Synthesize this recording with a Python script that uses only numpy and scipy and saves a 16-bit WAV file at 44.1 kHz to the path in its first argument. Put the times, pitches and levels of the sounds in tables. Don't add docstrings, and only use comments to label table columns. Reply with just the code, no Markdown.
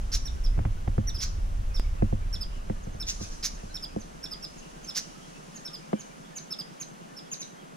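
import sys
import numpy as np
from scipy import signal
from scipy.fft import rfft, irfft
from scipy.io import wavfile
from scipy.ndimage import uniform_filter1d

SR = 44100
rng = np.random.default_rng(int(sys.argv[2]) if len(sys.argv) > 2 else 0)


def pcm_store(signal):
    levels = np.round(np.clip(np.atleast_2d(signal), -1, 1) * 32767)
    wavfile.write(sys.argv[1], SR, levels.astype(np.int16).T)


N = 342216
TIME = np.arange(N) / SR
CHIP_LEAD_S = .035

# frequency_hz, level_db
RASP_SPECTRUM = [(600, -36), (1300, -18.5), (2000, -17), (3000, -17.5), (4500, -7.5), (5700, -0.5),
                 (6600, -15.5), (7500, -19.5), (8400, -32), (9700, -18.5), (11800, -34), (13500, -24),
                 (16000, -40)]
# time_s, far_calls_db, colony_chatter_db
DISTANT_LEVELS = [(0.0, -60, -59), (0.34, -61, -59), (0.5, -62, -63), (3.02, -61, -63), (3.18, -59, -53),
                  (4.02, -61, -61), (4.95, -58, -57), (7.76, -63, -65)]
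PERCHES = {"right": (-4, 1.0, 1.05), "overhead": (-.8, 2.2, 1.09)}


def from_db(db):
    return 10 ** (np.asarray(db) / 20)


def rms_one(x):
    return x / np.sqrt(np.mean(x ** 2) + 1e-20)


def in_time(rows):
    times_s, *columns = np.transpose(rows)
    return [np.interp(TIME, times_s, column) for column in columns]


def coloured(x, spectrum, shift=1):
    hz, db = np.transpose(spectrum)
    bins_hz = np.fft.rfftfreq(len(x), 1 / SR) + 1
    gain = from_db(np.interp(np.log(bins_hz), np.log(hz * shift), db))
    return irfft(rfft(x) * gain, len(x))


def noise(spectrum, size=N, shift=1):
    return rms_one(coloured(rng.standard_normal(size), spectrum, shift))


def drift(rate_hz, size=N):
    steps = np.arange(size) * rate_hz / SR
    count = int(steps[-1]) + 2
    return np.interp(steps, np.arange(count), rng.standard_normal(count))


def add(out, start_s, sound):
    start = max(round(start_s * SR), 0)
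    part = out[..., start:start + sound.shape[-1]]
    part += sound[..., :part.shape[-1]]


def delayed(x, delay_s):
    return np.interp(TIME - delay_s, TIME, x, left=0)


def panned(left_minus_right_db):
    return from_db(np.array([[left_minus_right_db], [-left_minus_right_db]]) / 2)


def chips():
    kinds = {"long": (.05, .0016, 3800, .0125, -7, -22, -43.3),
             "short": (.105, .0019, 3600, .008, -5.5, -21, -45.5),
             "high": (.115, .0036, 3780, .0095, -13, -17, -41.5),
             "hoarse": (.11, .004, 3780, .012, -14, -14, -38.5)}
    direct, send = np.zeros((2, N)), np.zeros(N)
    for break_s, top_hz, level_db, kind in notes():
        *voice_settings, most_echo_db = kinds[kind]
        call = chip(top_hz, *voice_settings)
        perch = "overhead" if kind == "hoarse" else "right"
        start_s = break_s - CHIP_LEAD_S
        add(direct, start_s, from_perch(call * from_db(level_db), perch))
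        add(send, start_s, call * from_db(echo_db(level_db, most_echo_db, -4)))
    return direct, send


def notes():
    # pitch_break_s, top_pitch_hz, level_db, kind
    calls = [(.275, 5760, -37.8, "long"), (.464, 5620, -41.5, "short"), (1.096, 5920, -35, "long"),
             (1.169, 5450, -39.5, "short"), (1.207, 5580, -40, "short"), (1.767, 5530, -39.5, "long"),
             (1.797, 5350, -48, "short"), (2.353, 5540, -35, "pair"), (2.85, 6900, -57, "high"),
             (2.945, 6800, -59, "high"), (3.025, 5520, -34.5, "long"), (3.564, 6900, -54, "high"),
             (3.768, 5560, -35, "pair"), (4.019, 6700, -50, "high"), (4.256, 5550, -36.5, "pair"),
             (4.45, 5600, -40, "short"), (4.599, 7000, -50, "high"), (4.855, 6830, -51, "high"),
             (4.901, 5480, -36, "long"), (5.573, 7030, -45, "high"), (5.675, 5540, -38.5, "pair"),
             (6.012, 7030, -45, "high"), (6.381, 6920, -37.5, "high"), (6.532, 5430, -34.8, "pair"),
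             (6.825, 6870, -34.5, "high"), (7.191, 5570, -43.5, "short"), (7.337, 6900, -32.7, "hoarse"),
             (7.421, 6650, -34.7, "hoarse")]
    answer_s, answer_pitch_factor, answer_db = .0805, .968, -.9
    for break_s, top_hz, level_db, kind in calls:
        if kind == "pair":
            yield break_s, top_hz, level_db, "long"
            yield break_s + answer_s, top_hz * answer_pitch_factor, level_db + answer_db, "short"
        else:
            yield break_s, top_hz, level_db, kind


def chip(top_hz, sink_share, fall_s, knee_hz, tail_s, onset_db, rough_db,
         hold_s=0.0275, sag_per_s=6.5, droop_share=.08, tail_db=-8, drop_db=-4.5,
         beat_hz=3900, beat_db=-17.5, beat2_db=-21.5, under_db=-17.5, octave_db=-14,
         waver=0.012, beat_waver=.02, shimmer_db=3.0):
    t = np.arange(int((CHIP_LEAD_S + tail_s + .004) * SR)) / SR - CHIP_LEAD_S
    after = np.maximum(t, 0)
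    progress = np.clip(1 + t / hold_s, 0, 1)
    break_hz = top_hz * (1 - sink_share)
    height = break_hz / 5200

    held_hz = np.interp(progress, [0, .2, 1], [top_hz * .88, top_hz, break_hz])
    fallen = 1 - np.exp(-after / (fall_s * rng.lognormal(0, .2)))
    slack = 1 - sag_per_s * after - droop_share * (after / t[-1]) ** 3
    falling_hz = held_hz + (knee_hz * height ** .5 - break_hz) * fallen
    hz = falling_hz * slack * (1 + waver * drift(920, len(t)))
    phase = 2 * np.pi * np.cumsum(hz) / SR

    wavering_beat_hz = beat_hz * (1 + beat_waver * height ** 3 * drift(1527, len(t)))
    beat = 2 * np.pi * np.cumsum(wavering_beat_hz) / SR
    sides = from_db(beat_db) * np.sin(phase + beat) + from_db(beat2_db) * np.sin(phase + 2 * beat)
    lower_sides = np.sin(phase - beat) + .5 * np.sin(phase - 2 * beat)
    sides += from_db(under_db) * height ** 3 * lower_sides

    effort = from_db(onset_db * np.maximum(1 - progress / .65, 0))
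    voice = np.sin(phase) + (1 - fallen) * (1 - progress ** 2 / 2) * sides
    voice += fallen ** 2 * from_db(octave_db) * np.sin(2 * phase)
    voice += from_db(rough_db) * effort * noise(RASP_SPECTRUM, len(t), height)
    fade_db = tail_db * fallen + drop_db * np.sin(np.pi * fallen)
    gate = np.clip((t + hold_s) / 0.0047, 0, 1) * np.clip((t[-1] - t) / 0.007, 0, 1)
    return np.sqrt(2) * voice * gate * effort * from_db(fade_db + shimmer_db * drift(432, len(t)))


def rasps(swell_s=.037, release_s=0.0095, onset_db=-14, start_pitch=.83, slap_hz=214, depth=.62, jitter=.08,
          whistle_hz=5800, whistle_db=-4, swing=.13, waver=.04):
    # start_s, level_db, perch
    rasp_calls = [(.116, -27.8, "right"), (1.2, -30.3, "right"), (3.065, -28.5, "overhead"),
                  (3.195, -40.5, "overhead"), (3.294, -49, "overhead"), (3.425, -26.5, "right"),
                  (4.946, -27, "right")]
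    direct, send = np.zeros((2, N)), np.zeros(N)
    t = np.arange(SR // 10) / SR
    opening = np.maximum(1 - t / swell_s, 0)
    rise = 1 - (1 - start_pitch) * opening ** 3
    release = np.exp(-np.maximum(t - swell_s, 0) / release_s)
    envelope = from_db(onset_db * opening ** 2) * release * np.minimum(t / 0.0027, 1)
    for start_s, level_db, perch in rasp_calls:
        shift = PERCHES[perch][2]
        cycle = 2 * np.pi * np.cumsum(slap_hz * (1 + jitter * drift(170, len(t)))) / SR
        bursts = 1 + depth * (1 - opening / 2) * np.cos(cycle)
        fine_noise = signal.resample(noise(RASP_SPECTRUM, len(t), shift), len(t) * 4)
        throat = np.interp(np.cumsum(rise) * 4, np.arange(len(t) * 4), fine_noise)
        zigzag = 1 - swing * np.cos(cycle) + waver * drift(1500, len(t))
        hz = whistle_hz * shift * rise * zigzag
        throat += from_db(whistle_db) * np.sqrt(2) * np.sin(2 * np.pi * np.cumsum(hz) / SR)
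        throat /= np.sqrt(uniform_filter1d(throat ** 2, size=64) + 1e-12)
        call = envelope * rms_one(bursts * throat)
        add(direct, start_s, from_perch(call * from_db(level_db), perch))
        add(send, start_s, call * from_db(echo_db(level_db, -35.2, 1.5)))
    return direct, send


def from_perch(call, perch):
    left_db, turn, _ = PERCHES[perch]
    turned = np.real(signal.hilbert(call) * np.exp(-1j * turn))
    return np.array([call, turned]) * panned(left_db)


def echo_db(level_db, most_db, wet_db):
    return min(most_db, level_db + wet_db)


def far_calls(waver=.04, faint_per_s=10, low_hz=1000, high_hz=3400, faint_db=3):
    # centre_s, pitch_hz, level_db
    distinct = [(2.53, 2950, -52), (3.7, 4050, -53), (4.62, 2890, -49.5), (5.02, 2830, -52)]
    out, size = np.zeros(N), SR // 20
    wash_db = in_time(DISTANT_LEVELS)[0]
    faint = []
    for when, pitch in rng.random((int(faint_per_s * N / SR), 2)):
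        hz = low_hz * (high_hz / low_hz) ** pitch
        faint.append((when * N / SR, hz, wash_db[int(when * N)] + faint_db))
    for centre_s, hz, level_db in distinct + faint:
        phase = 2 * np.pi * np.cumsum(hz * (1 + waver * drift(480, size))) / SR
        note = np.sqrt(2) * np.hanning(size) * np.sin(phase)
        add(out, centre_s - size / SR / 2, from_db(level_db) * note)
    return out


def tree(x, t60_s=.61, leaf_cut_hz=11000):
    t = np.arange(int(.6 * SR)) / SR
    decay = from_db(-60 * t / t60_s) * np.clip((t - .005) / 0.002, 0, 1)
    scatter = rng.standard_normal((2, len(t))) * decay
    scatter *= 1 + 3.6 * np.exp(-t / 0.036)
    x = signal.sosfilt(signal.butter(2, leaf_cut_hz, fs=SR, output="sos"), x)
    return np.array([signal.fftconvolve(x, side / np.linalg.norm(side))[:N] for side in scatter])


def handling(rumble_side_db=-20, thud_db=20.5, thud_follows=.38, pulse_db=-41, pulse_period_s=.10238,
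             bump_db=-3, bump_s=0.0026, click_s=1.7975, click_db=-20.5, click_decay_s=0.007,
             stiff_hz=140, snap_db=3.5):
    # frequency_hz, level_db
    rumble_spectrum = [(12, -13.5), (22, -1), (33, 1.5), (48, -8.5), (70, -12), (100, -17.5), (150, -32),
                       (300, -48.5), (700, -72.5)]
    # contact_s, body_db, bright_snap_db (before the common snap gain)
    knocks = [(.577, -31, -44), (.590, -31.5, -37), (.652, -28.5, -32.5), (.876, -29.5, -33),
              (.980, -21.5, -36), (2.022, -18.3, -37), (2.126, -24.5, -60), (2.698, -23.5, -36),
              (2.869, -35, -60), (2.945, -41, -57), (3.208, -32.5, -51), (3.632, -38, -66),
              (3.962, -24, -66), (5.930, -17.5, -30)]
    # frequency_hz, relative_level_db, t60_s
    body_modes, thud_modes, pulse_modes = [(176, -16, 0.036), (211, 3.3, 0.088), (299.3, 1, 0.061),
                                           (340, -3.5, 0.058), (530, -3.5, 0.07), (673, 4.5, 0.019)], [(66, 6, 0.066), (101.4, -1, 0.18)], [(162.3, 5, 0.063), (212, 5.5, 0.025),
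                                                                       (310, 3.5, .03)]
    # first_s, end_s
    pulse_runs = [(.155, 1.75), (1.948, 2.9), (3.024, 7.75)]

    rumble = rumble_level()
    side = from_db(rumble_side_db) * noise(rumble_spectrum) * [[1], [-1]]
    out = rumble * (noise(rumble_spectrum) + side)
    housing = np.zeros((2, N))
    for contact_s, body_db, tick_db in knocks:
        add(housing, contact_s - .001, from_db(body_db) * struck(body_modes))
        add(housing, contact_s, from_db(tick_db + snap_db) * snap())
        thud_gain = rumble[int(contact_s * SR)] * from_db(thud_db + thud_follows * body_db)
        add(out, contact_s - .001, -thud_gain * struck(thud_modes))

    t = np.arange(SR // 5) / SR
    bump = np.exp(-((t - .005) / bump_s) ** 2)
    for first_s, end_s in pulse_runs:
        for pulse_s in np.arange(first_s, end_s, pulse_period_s):
            add(housing, pulse_s - .003, from_db(pulse_db) * struck(pulse_modes))
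            add(out, pulse_s, from_db(bump_db) * rumble[int(pulse_s * SR)] * bump)
    add(out, click_s, -from_db(click_db) * np.exp(-t / click_decay_s))
    out += signal.sosfilt(signal.butter(6, stiff_hz, "high", fs=SR, output="sos"), housing)
    return out * panned(-1.0)


def rumble_level(start_db=-27.7, steady_end_s=2.05, fade_db_per_s=10.1, floor_db=-73.5):
    fading_s = np.maximum(TIME - steady_end_s, 0)
    return from_db(start_db - fade_db_per_s * fading_s) + from_db(floor_db)


def struck(modes, rock=1, lag_s=0.002, turn_hz=330):
    t, out = np.arange(SR // 5) / SR, 0
    for hz, level_db, t60_s in modes:
        age = np.maximum(t - lag_s * np.sqrt(200 / hz), 0)
        turn = rock * np.pi * hz ** 2 / (hz ** 2 + turn_hz ** 2) * np.array([[.5], [-.5]])
        decay = from_db(level_db + rng.standard_normal() - 60 * age / t60_s)
        onset = -np.expm1(-4 * hz * age)
        out = out + decay * onset * np.sin(2 * np.pi * hz * age + turn)
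    return out


def snap(decay_s=0.0044, top_hz=2230):
    # frequency_hz, level_db
    crack_spectrum = [(300, -4), (650, 9), (1100, -2), (2200, -5)]
    t = np.arange(SR // 40) / SR
    separate = np.array([noise(crack_spectrum, len(t)), noise(crack_spectrum, len(t))])
    crack = separate + noise(crack_spectrum, len(t))
    return signal.sosfilt(signal.butter(4, top_hz, fs=SR, output="sos"), crack * np.exp(-t / decay_s))


def background(air_db=-52, far_db=.5, colony_db=.4, flutter_db=1):
    # frequency_hz, level_db
    air_spectrum, far_spectrum, chatter_spectrum = [(95, -52), (122, -10), (160, 3.5), (240, -1),
                                                    (350, -7.5), (600, -9.5), (1000, -15), (2000, -16.5),
                                                    (4000, -23), (8000, -28.5), (12000, -33), (15500, -58)], [(1000, 3), (2000, -5), (2900, 5.5),
                                                                 (3800, -4), (6000, -18.5)], [(2500, -26), (4000, -1),
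                                                                              (5300, 4), (6200, 7),
                                                                              (7200, 1), (8500, -4),
                                                                              (10000, -1), (15000, -65)]
    # frequency_hz, side_minus_mid_db
    air_width = [(60, -32), (150, -2), (300, 1.5), (640, 7), (1400, 9), (3000, -15), (7000, -1), (15000, 1)]
    far, chatter = from_db(in_time(DISTANT_LEVELS))
    side = coloured(noise(air_spectrum), air_width) * [[1], [-1]]
    out = from_db(air_db) * (noise(air_spectrum) + side)
    washes = (far_spectrum, from_db(far_db) * far), (chatter_spectrum, from_db(colony_db) * chatter)
    for spectrum, level in washes:
        both_ports = np.array([noise(spectrum), noise(spectrum)])
        out += level * both_ports * from_db(flutter_db * drift(28))
    return out


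def scene(ground_s=0.019, ground_db=-16):
    chip_direct, chip_send = chips()
    rasp_direct, rasp_send = rasps()
    direct = chip_direct + rasp_direct
    ground = from_db(ground_db) * np.array([delayed(side, ground_s) for side in direct])
    crown = tree(chip_send + rasp_send + far_calls())
    return direct + ground + crown + background() + handling()


def record(dry, cutoff_hz=15800):
    return signal.sosfilt(signal.ellip(12, .1, 90, cutoff_hz, fs=SR, output="sos"), dry)


dry = scene()
out = record(dry)
pcm_store(out)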